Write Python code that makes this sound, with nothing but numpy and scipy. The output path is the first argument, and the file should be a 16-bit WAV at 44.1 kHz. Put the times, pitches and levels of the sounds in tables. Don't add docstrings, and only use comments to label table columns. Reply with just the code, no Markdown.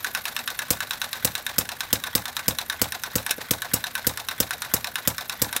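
import sys
import numpy as np
from scipy import signal
from scipy.fft import rfft, irfft
from scipy.io import wavfile
from scipy.ndimage import uniform_filter1d

SR = 44100
rng = np.random.default_rng(int(sys.argv[2]) if len(sys.argv) > 2 else 0)


def bounce(signal):
    frames = np.transpose(np.atleast_2d(signal))
    limited = np.clip(frames, -1, 1)
    pcm = np.round(limited * 32767).astype(np.int16)
    wavfile.write(sys.argv[1], SR, pcm)


def convert_level_to_amplitude(level_db):
    exponent = np.asarray(level_db, float) / 20
    return 10 ** exponent


N = 246947


def evened(x):
    return x / np.sqrt(np.mean(x ** 2) + 1e-20)


def read(points, hz):
    f, value = np.transpose(points)
    return np.interp(np.log(hz + 1), np.log(f + 1), value)


def add(mix, s, sound):
    part = mix[..., round(s * SR):][..., :sound.shape[-1]]
    part += sound[..., :part.shape[-1]]


def swell(rise_s, fall_s, length=4000):
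    t = np.arange(length) / SR
    shape = (1 - np.exp(-t / rise_s)) ** 2 * np.exp(-t / fall_s)
    return shape / shape.max()


def band(x, lo_hz, hi_hz):
    return signal.sosfilt(signal.butter(4, [lo_hz, hi_hz], "band", fs=SR, output="sos"), x)


def coloured(points):
    length = N + N % 2
    spectrum = rfft(rng.standard_normal(length))
    spectrum *= convert_level_to_amplitude(read(points, np.fft.rfftfreq(length, 1 / SR)))
    return evened(irfft(spectrum)[:N])


def modes(table, length=12000):
    t = np.arange(length) / SR
    return sum(convert_level_to_amplitude(db - 60 * t / t60) * np.sin(2 * np.pi * hz * t) for hz, db, t60 in table)


# (time [s], first puff [dB], second puff [dB], thump [dB])
FIRINGS = [(0.7047, -7.5, -11, -29.5), (1.2472, -7, -12.5, -28.5), (1.5827, -9, -11, -30),
           (1.9287, -6.5, -12.5, -28.5), (2.1517, -7, -11, -28), (2.4811, -8.5, -12.5, -27.5),
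           (2.816, -7, -12.5, -28.5), (3.1549, -11.5, -12.5, -26.5), (3.5082, -8, -12, -28),
           (3.735, -13, -10.5, -28.5), (4.0677, -10.5, -11, -27.5), (4.4018, -6.5, -13.5, -27.5),
           (4.7377, -8, -11.5, -29), (5.0745, -7, -12, -27.5), (5.4174, -11, -10.5, -27.5)]
# (time [s], level [dB])
THUMPS = [
    (3.3055, -15),
    (3.3815, -11),
    (5.561, -15),
]
# (pitch [Hz], level per Hz [dB])
JET = [(590, -5.5), (1000, -5.5), (2770, -4.5), (4540, 1.5), (6380, -3), (8360, -2), (10100, -8),
       (11600, -0.5), (15400, -2), (15900, 10), (16500, -22)]


def exhaust():
    first, second, low, rumble = np.zeros((4, N))
    thump = convert_level_to_amplitude(8.5) * gas_swing()
    first_puff = swell(.0007, .0016)
    blow_down = convert_level_to_amplitude(-15) * swell(0.00088, 0.026)
    second_puff = swell(0.00071, 0.0024) + blow_down
    for s, first_db, second_db, thump_db in FIRINGS:
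        add(first, s - .0001, convert_level_to_amplitude(first_db) * first_puff)
        add(second, s + 0.0035, convert_level_to_amplitude(second_db) * second_puff)
        add(low, s - .008, -convert_level_to_amplitude(thump_db - 4.5) * np.hanning(250))
        add(low, s + .0017, convert_level_to_amplitude(thump_db) * thump)
        add(rumble, s + 0.0047, convert_level_to_amplitude(thump_db - 13.5) * swell(0.0025, 0.038, 9000))
    for s, db in THUMPS:
        add(low, s, convert_level_to_amplitude(db) * np.diff(thump[:330]))
    low += rumble * evened(band(rng.standard_normal(N), 77, 274))
    gusts = evened(uniform_filter1d(rng.standard_normal(N), 40))
    jet = coloured(JET) * convert_level_to_amplitude(1.35 * gusts - 2)
    thin_jet = 0.45 * jet + 0.8 * band(jet, 4050, 16700)
    return first * jet + second * thin_jet + low + piston_knocks()


def piston_knocks():
    rows = [(s + 0.00208, db, 5, -9) for s, _, _, db in FIRINGS]
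    knock = contact_forces(rows, swell(0.00011, 0.00059), likeness=1.0)
    return frame(*knock, ring_db=[-3] * 3, click_db=[1.5] * 3, tail_db=[-1.5] * 3)


# (pitch [Hz], level against the gas swing [dB], time to fall 60 dB [s])
CHEST = [
    (75.6, -13.5, .25),
    (106.5, -8.5, 0.15),
    (168, -38, 0.16),
    (223, -16.5, 0.06),
]
# (pitch [Hz], peak against the gas swing [dB], rise [s], fall [s])
PIPE = (518, -5, .0025, .0042)
# (time [s], level [dB])
WALLS = [
    (0.02, -25),
    (.034, -25),
    (.047, -18),
]


def gas_swing():
    swing_hz = 245
    t = np.arange(round(1.5 * SR / swing_hz)) / SR
    swing = -np.sin(2 * np.pi * swing_hz * t) * np.linspace(.75, 1.05, len(t))
    out = np.zeros(17000)
    add(out, 0, swing)
    add(out, .0046, -modes(CHEST, 16000))
    hz, db, rise_s, fall_s = PIPE
    pipe_tone = np.sin(2 * np.pi * hz * np.arange(4000) / SR)
    add(out, .0007, -convert_level_to_amplitude(db) * swell(rise_s, fall_s) * pipe_tone)
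    dull = band(out, 70, 321)
    for s, db in WALLS:
        add(out, s, convert_level_to_amplitude(db) * dull)
    return out


def valve_gear():
    hard = contact_forces(clacks(), swell(.0002, .0008), likeness=.6)
    soft = contact_forces(rattles(), swell(.0005, .0018), likeness=.3)
    hard_ring = frame(*hard, ring_db=[6, 1.5, -8], click_db=[4, 4, .6], tail_db=[3, -1.5, -4])
    soft_ring = frame(*soft, ring_db=[-1.5, -5, -11], click_db=[3, 1.5, -3], tail_db=[-3, -5, -7])
    return hard_ring + soft_ring


# (time [s], clack [dB], valve seating delay [ms], seating [dB])
CLACKS = [(0.0448, -19, 25, -28), (0.1491, -17.5, 23.5, -27), (0.2541, -19, 27, -25.5),
          (0.3646, -19.5, 25, -23), (0.4761, -19, 25.5, -26), (.8046, -21, 25.4, -36),
          (.908, -19, 24.5, -24.5), (1.016, -19.5, 26, -25.5), (1.3524, -19, 26, -27),
          (1.69, -23, 26.7, -26.5), (2.255, -22.5, 25, -26.5), (2.586, -18.5, 26.5, -26),
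          (2.9214, -21, 27, -28), (3.2638, -20, 30, -27), (3.84, -22, 27, -25), (4.1734, -21, 25, -26.5),
          (4.5075, -21, 27, -25), (4.8439, -20.5, 26.5, -24.5), (5.1812, -20, 27, -27),
          (5.5274, -21, 24.9, -44)]
# (time [s], clack [dB], valve seating delay [ms], seating [dB])
CHARGES = [(.5902, -19, 28.4, -29), (1.13, -20.5, 25.8, -37), (1.4649, -20, 26.5, -33),
           (1.8058, -19, 26.7, -38), (2.0379, -21.5, 30.3, -27.5), (2.3668, -19.5, 24.8, -28.5),
           (2.6982, -19.5, 26.2, -31), (3.0357, -20.5, 26.3, -36), (3.3816, -45, 35.8, -40),
           (3.6194, -20, 27.1, -34), (3.9525, -18.5, 25.6, -31.5), (4.2858, -18.5, 25, -29.5),
           (4.6196, -19, 27.2, -33), (4.956, -20, 26.3, -32), (5.2958, -19.5, 27.2, -33.5)]
# (time [s], middle ring [dB], low ring against it [dB], high ring against it [dB])
SLIPS = [
    (3.3062, -29, -12, 3),
    (3.3093, -14.5, -14, 4),
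    (3.3135, -21, -6, 0),
    (3.3807, -44, 6, 13),
    (5.5615, -31, -8, 3),
    (5.5641, -16.5, -7, 6),
]


def clacks():
    coast_colour, charge_colour = (-4, 0.78), (-5, 0.49)
    coasting = [(s, db, *coast_colour) for s, db, *_ in CLACKS]
    charging = [(s, db, *charge_colour) for s, db, *_ in CHARGES]
    return sorted(coasting + charging + SLIPS)


RATTLES = {"coasting": [(.59, -56, 4, -4), (.655, -45.5, 6, 9.5), (.91, -53, 0, 16)],
           "charging": [(.2, -50, -8, 0), (.55, -40, -3, -14), (.76, -48.5, 6, -8), (.807, -42, 10.5, 5)],
           "firing": [(.662, -37.5, 1, 1.6), (.91, -48, -9, 6.1)]}


def rattles():
    cold_seat, hot_seat, charge_seat, fired_seat = (-3.5, -2.1), (-10, -3), (3.5, .6), (-5, -5)
    fired_lag_s, fired_seat_db = 0.0265, -25.5
    bounce_s, bounce_db = 0.0046, -6
    fired_s = np.array([row[0] for row in FIRINGS])
    seats = [(s + fired_lag_s, fired_seat_db, *fired_seat) for s in fired_s]
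    for s, _, lag_ms, db in CLACKS:
        hot = np.any((s > fired_s) & (s < fired_s + .15))
        seats.append((s + lag_ms / 1000, db, *(hot_seat if hot else cold_seat)))
    for s, _, lag_ms, db in CHARGES:
        seat_s = s + lag_ms / 1000
        seats.append((seat_s, db, *charge_seat))
        seats.append((seat_s + bounce_s, db + bounce_db, *charge_seat))

    turns, ticks = cam_turns()[0], []
    for kind, table in (("coasting", CLACKS), ("charging", CHARGES), ("firing", FIRINGS)):
        opened = np.round(turns[[round(row[0] * SR) for row in table]])
        for share, *levels in RATTLES[kind]:
            ticks += [(at / SR, *levels) for at in np.searchsorted(turns, opened + share)]
    ticks = ticks + rng.standard_normal((len(ticks), 4)) * [0.0011, 0.5, 0.5, 0.5]
    seats = seats + rng.standard_normal((len(seats), 4)) * [0, 0, 0.4, 0.4]
    return np.concatenate([seats, ticks])


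def contact_forces(rows, shape, likeness):
    envelope, same = np.zeros((3, N)), np.zeros((3, N))
    pattern = rng.standard_normal(len(shape))
    for s, mid_db, low_db, high_db in rows:
        blow = convert_level_to_amplitude(mid_db + np.array([[low_db], [0], [high_db]])) * shape
        add(envelope, s, blow)
        add(same, s, blow * pattern)
    fresh = envelope * rng.standard_normal(N)
    return envelope, likeness * same + np.sqrt(1 - likeness ** 2) * fresh


RING_EDGES_HZ = [800, 2500, 7000, 16000]
# (pitch [Hz], level [dB], time to fall 60 dB [s])
FRAME = [(961, 4.5, 0.19), (1159, 7, 0.19), (1474, 10.5, 0.21), (1541, 22.5, 0.049), (1694, 18.5, 0.06),
         (1750, 25.5, 0.019), (2170, 19.5, 0.017), (2493.5, 20.5, 0.02), (2680, 17.5, 0.012),
         (2950, 8, 0.019), (3900, -12, 0.046), (3687, 11, 0.05), (3974, 17, 0.023), (4200, 13, 0.035),
         (5460, 18.5, 0.0061), (5980, 12, 0.014), (8960, -22, 0.013), (9550, 13, 0.039),
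         (11500, 17.5, 0.018), (13100, 22.5, 0.011)]
# (pitch [Hz], level per Hz [dB])
SCATTER = [(290, -44), (500, -47), (1120, 0), (1290, -9), (1480, 3.5), (2260, -8.5), (2460, -9),
           (2890, -16.5), (3770, 3.5), (4760, -16.5), (5670, -8), (7710, -30.5), (14500, -23), (15800, -29),
           (16500, -35)]
SCATTER_S = [0.0095, 0.0069, 0.0042]


def frame(blows, roughs, ring_db, click_db, tail_db):
    out = np.zeros(N)
    for k, force in enumerate(blows):
        lo, hi = RING_EDGES_HZ[k:k + 2]
        rough = roughs[k]
        ringing = modes([m for m in FRAME if lo <= m[0] < hi])
        ringing /= np.linalg.norm(ringing)
        out += convert_level_to_amplitude(ring_db[k]) * band(signal.oaconvolve(rough, ringing)[:N], lo, hi)
        out += convert_level_to_amplitude(click_db[k]) * band(rough, max(lo, 1200), hi)
        fall = swell(0.00028, SCATTER_S[k]) ** 2
        spread = np.sqrt(abs(signal.oaconvolve(force ** 2, fall / fall.sum())[:N]))
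        out += convert_level_to_amplitude(tail_db[k]) * spread * evened(band(coloured(SCATTER), lo, hi))
    return out


def cam_turns():
    blows = np.sort([row[0] for row in CLACKS + CHARGES + FIRINGS])
    starts = blows[np.diff(blows, prepend=-1) > .06]
    starts = np.concatenate([[starts[0] - .105], starts, [starts[-1] + .115]])
    fired = np.isin(starts, [row[0] for row in FIRINGS])
    return np.interp(np.arange(N) / SR, starts, np.arange(len(starts))), fired


def resonate(x, hz, width_hz):
    spin = np.exp(2j * np.pi * np.cumsum(hz) / SR)
    r = np.exp(-np.pi * width_hz / SR)
    smooth = signal.lfilter([(1 - r) ** 2], [1, -2 * r, r * r], x / spin)
    return 2 * (spin * smooth).real


# (share of the turn [0-1], pitch [Hz], level [dB])
PUMP_DOWN = [(0, 1300, -68), (.1, 1190, -47), (.25, 926, -45.5), (.4, 783, -42.5), (.55, 660, -53.5),
             (.62, 560, -58), (.7, 543, -68), (1, 540, -58)]
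# (share of the turn [0-1], pitch [Hz], level [dB])
PUMP_UP = [(0, 1700, -80), (.62, 1720, -96), (.7, 1750, -68), (.82, 1940, -59), (.9, 2000, -55),
           (.97, 2040, -69), (1, 2050, -65)]


def pumping():
    turns, fired = cam_turns()
    whole = np.minimum(turns.astype(int), len(fired) - 2)
    gusts = evened(uniform_filter1d(rng.standard_normal(N), 120))
    rough = rng.standard_normal(N) * convert_level_to_amplitude(4 * np.clip(gusts, -2, 1.5))
    share, hz, db = np.transpose(PUMP_DOWN)
    down = evened(resonate(rough, np.interp(turns % 1, share, hz), 640))
    down *= convert_level_to_amplitude(np.interp(turns % 1, share, db) + 5.7 * fired[whole])
    share, hz, db = np.transpose(PUMP_UP)
    up_hz = np.interp(turns % 1, share, hz)
    up = evened(resonate(rough, up_hz, 230) + 0.64 * resonate(rough, 1.704 * up_hz, 360))
    up *= convert_level_to_amplitude(np.interp(turns % 1, share, db) + 12.7 * fired[whole + 1])
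    return down + up


def intake():
    flutter = np.zeros(N)
    clack_s = np.array([row[0] for row in clacks()])
    for s, *_ in FIRINGS[1:]:
        next_clack_s = clack_s[clack_s > s + .08][0]
        add(flutter, next_clack_s + .024, signal.windows.tukey(1100, .6))
    wobble_hz = 722 + 12 * evened(uniform_filter1d(rng.standard_normal(N), 900))
    return convert_level_to_amplitude(-38.5) * flutter * np.sin(2 * np.pi * np.cumsum(wobble_hz) / SR)


# (pitch [Hz], level per Hz [dB])
WHIRR = [(15, -48), (25, -5), (80, 9), (368, -7.5), (726, -2.5), (1360, -2.5), (1510, 2), (3230, -7.5),
         (3810, -1), (4730, -7.5), (12600, -16.5), (15200, -10), (16500, -27)]
# (time [s], gear whirr [dB], intake hiss [dB])
LOAD = [(0, -39.5, -39.5), (.5, -43, -40.5), (.75, -42, -47), (1.1, -42, -41), (1.6, -44, -46),
        (3.3, -43.5, -43.5), (3.6, -44, -45), (5.5, -43.5, -43), (5.6, -40, -48)]
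# (share of the turn [0-1], gear whirr [dB], valve hiss [dB])
TURN = [(0, -5, -6), (.12, 1.5, -13), (.26, 12, 1), (.38, 5, 9.5), (.52, 0, -10), (.66, 4, 8),
        (.78, -2.5, -10), (.87, -2.5, 12.5), (1, -1.5, -8)]


def whirr():
    s, whirr_db, hiss_db = np.transpose(LOAD)
    share, turn_whirr_db, turn_hiss_db = np.transpose(TURN)
    t, turn = np.arange(N) / SR, cam_turns()[0] % 1

    hits = rng.random(N) < 500 / SR
    teeth = convert_level_to_amplitude(3 * np.minimum(rng.exponential(1, N), 4)) * hits
    grain = evened(signal.oaconvolve(teeth, swell(0.00049, 0.0035, 660))[:N])
    steady = coloured(WHIRR) * convert_level_to_amplitude(-44.5)
    gears = band(steady, 580, 22000) * (0.43 + 0.56 * grain)
    gears *= convert_level_to_amplitude(np.interp(t, s, whirr_db) + np.interp(turn, share, turn_whirr_db) + 44)

    air = rng.standard_normal(N)
    hiss = band(air, 11200, 14700) + 1.1 * band(air, 11200, 12400)
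    hiss += .9 * band(air, 12900, 13400) + .7 * band(air, 13800, 14200)
    hiss = evened(hiss)
    hiss *= convert_level_to_amplitude(np.interp(t, s, hiss_db) + np.interp(turn, share, turn_hiss_db) - 9.5)

    hum = convert_level_to_amplitude(-61.5 + 3.1 * (t < .7)) * evened(band(rng.standard_normal(N), 222.7, 256.3))
    rumble = convert_level_to_amplitude(-54) * evened(band(air, 11, 52))
    return rumble + band(steady, 20, 550) + hum + gears + hiss


# (pitch [Hz], time to fall 60 dB [s])
SHOP = [(100, 0.074), (1000, 0.15), (4000, 0.078), (10000, 0.08), (16000, 0.021)]


def shop(x):
    taps = np.zeros(SR // 2)
    at = np.arange(200, SR // 2 - 20, 20)
    taps[at + rng.integers(0, 20, len(at))] = rng.choice([-1., 1.], len(at))
    hz, t, z = signal.stft(taps, SR, nperseg=256)
    fade = convert_level_to_amplitude(-60 * t / read(SHOP, hz)[:, None])
    tail = signal.istft(z * fade, SR, nperseg=256)[1]
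    return signal.fftconvolve(x, tail / np.linalg.norm(tail))[:N]


def scene():
    engine = valve_gear() + exhaust()
    return (engine + convert_level_to_amplitude(-14.0) * shop(engine) + intake() + pumping() + whirr())[None]


def roll_off(x):
    return signal.sosfilt(signal.butter(12, 17090, fs=SR, output="sos"), x)


def record(dry):
    thin = signal.sosfilt(signal.butter(2, 75, "high", fs=SR, output="sos"), dry)
    soft = .95 * np.tanh(thin / .95)
    edge = signal.firwin(301, 15900, window=("kaiser", 5), fs=SR)
    mix = signal.oaconvolve(soft, edge[None], "same")
    return roll_off(mix)


dry = scene()
out = record(dry)
bounce(out)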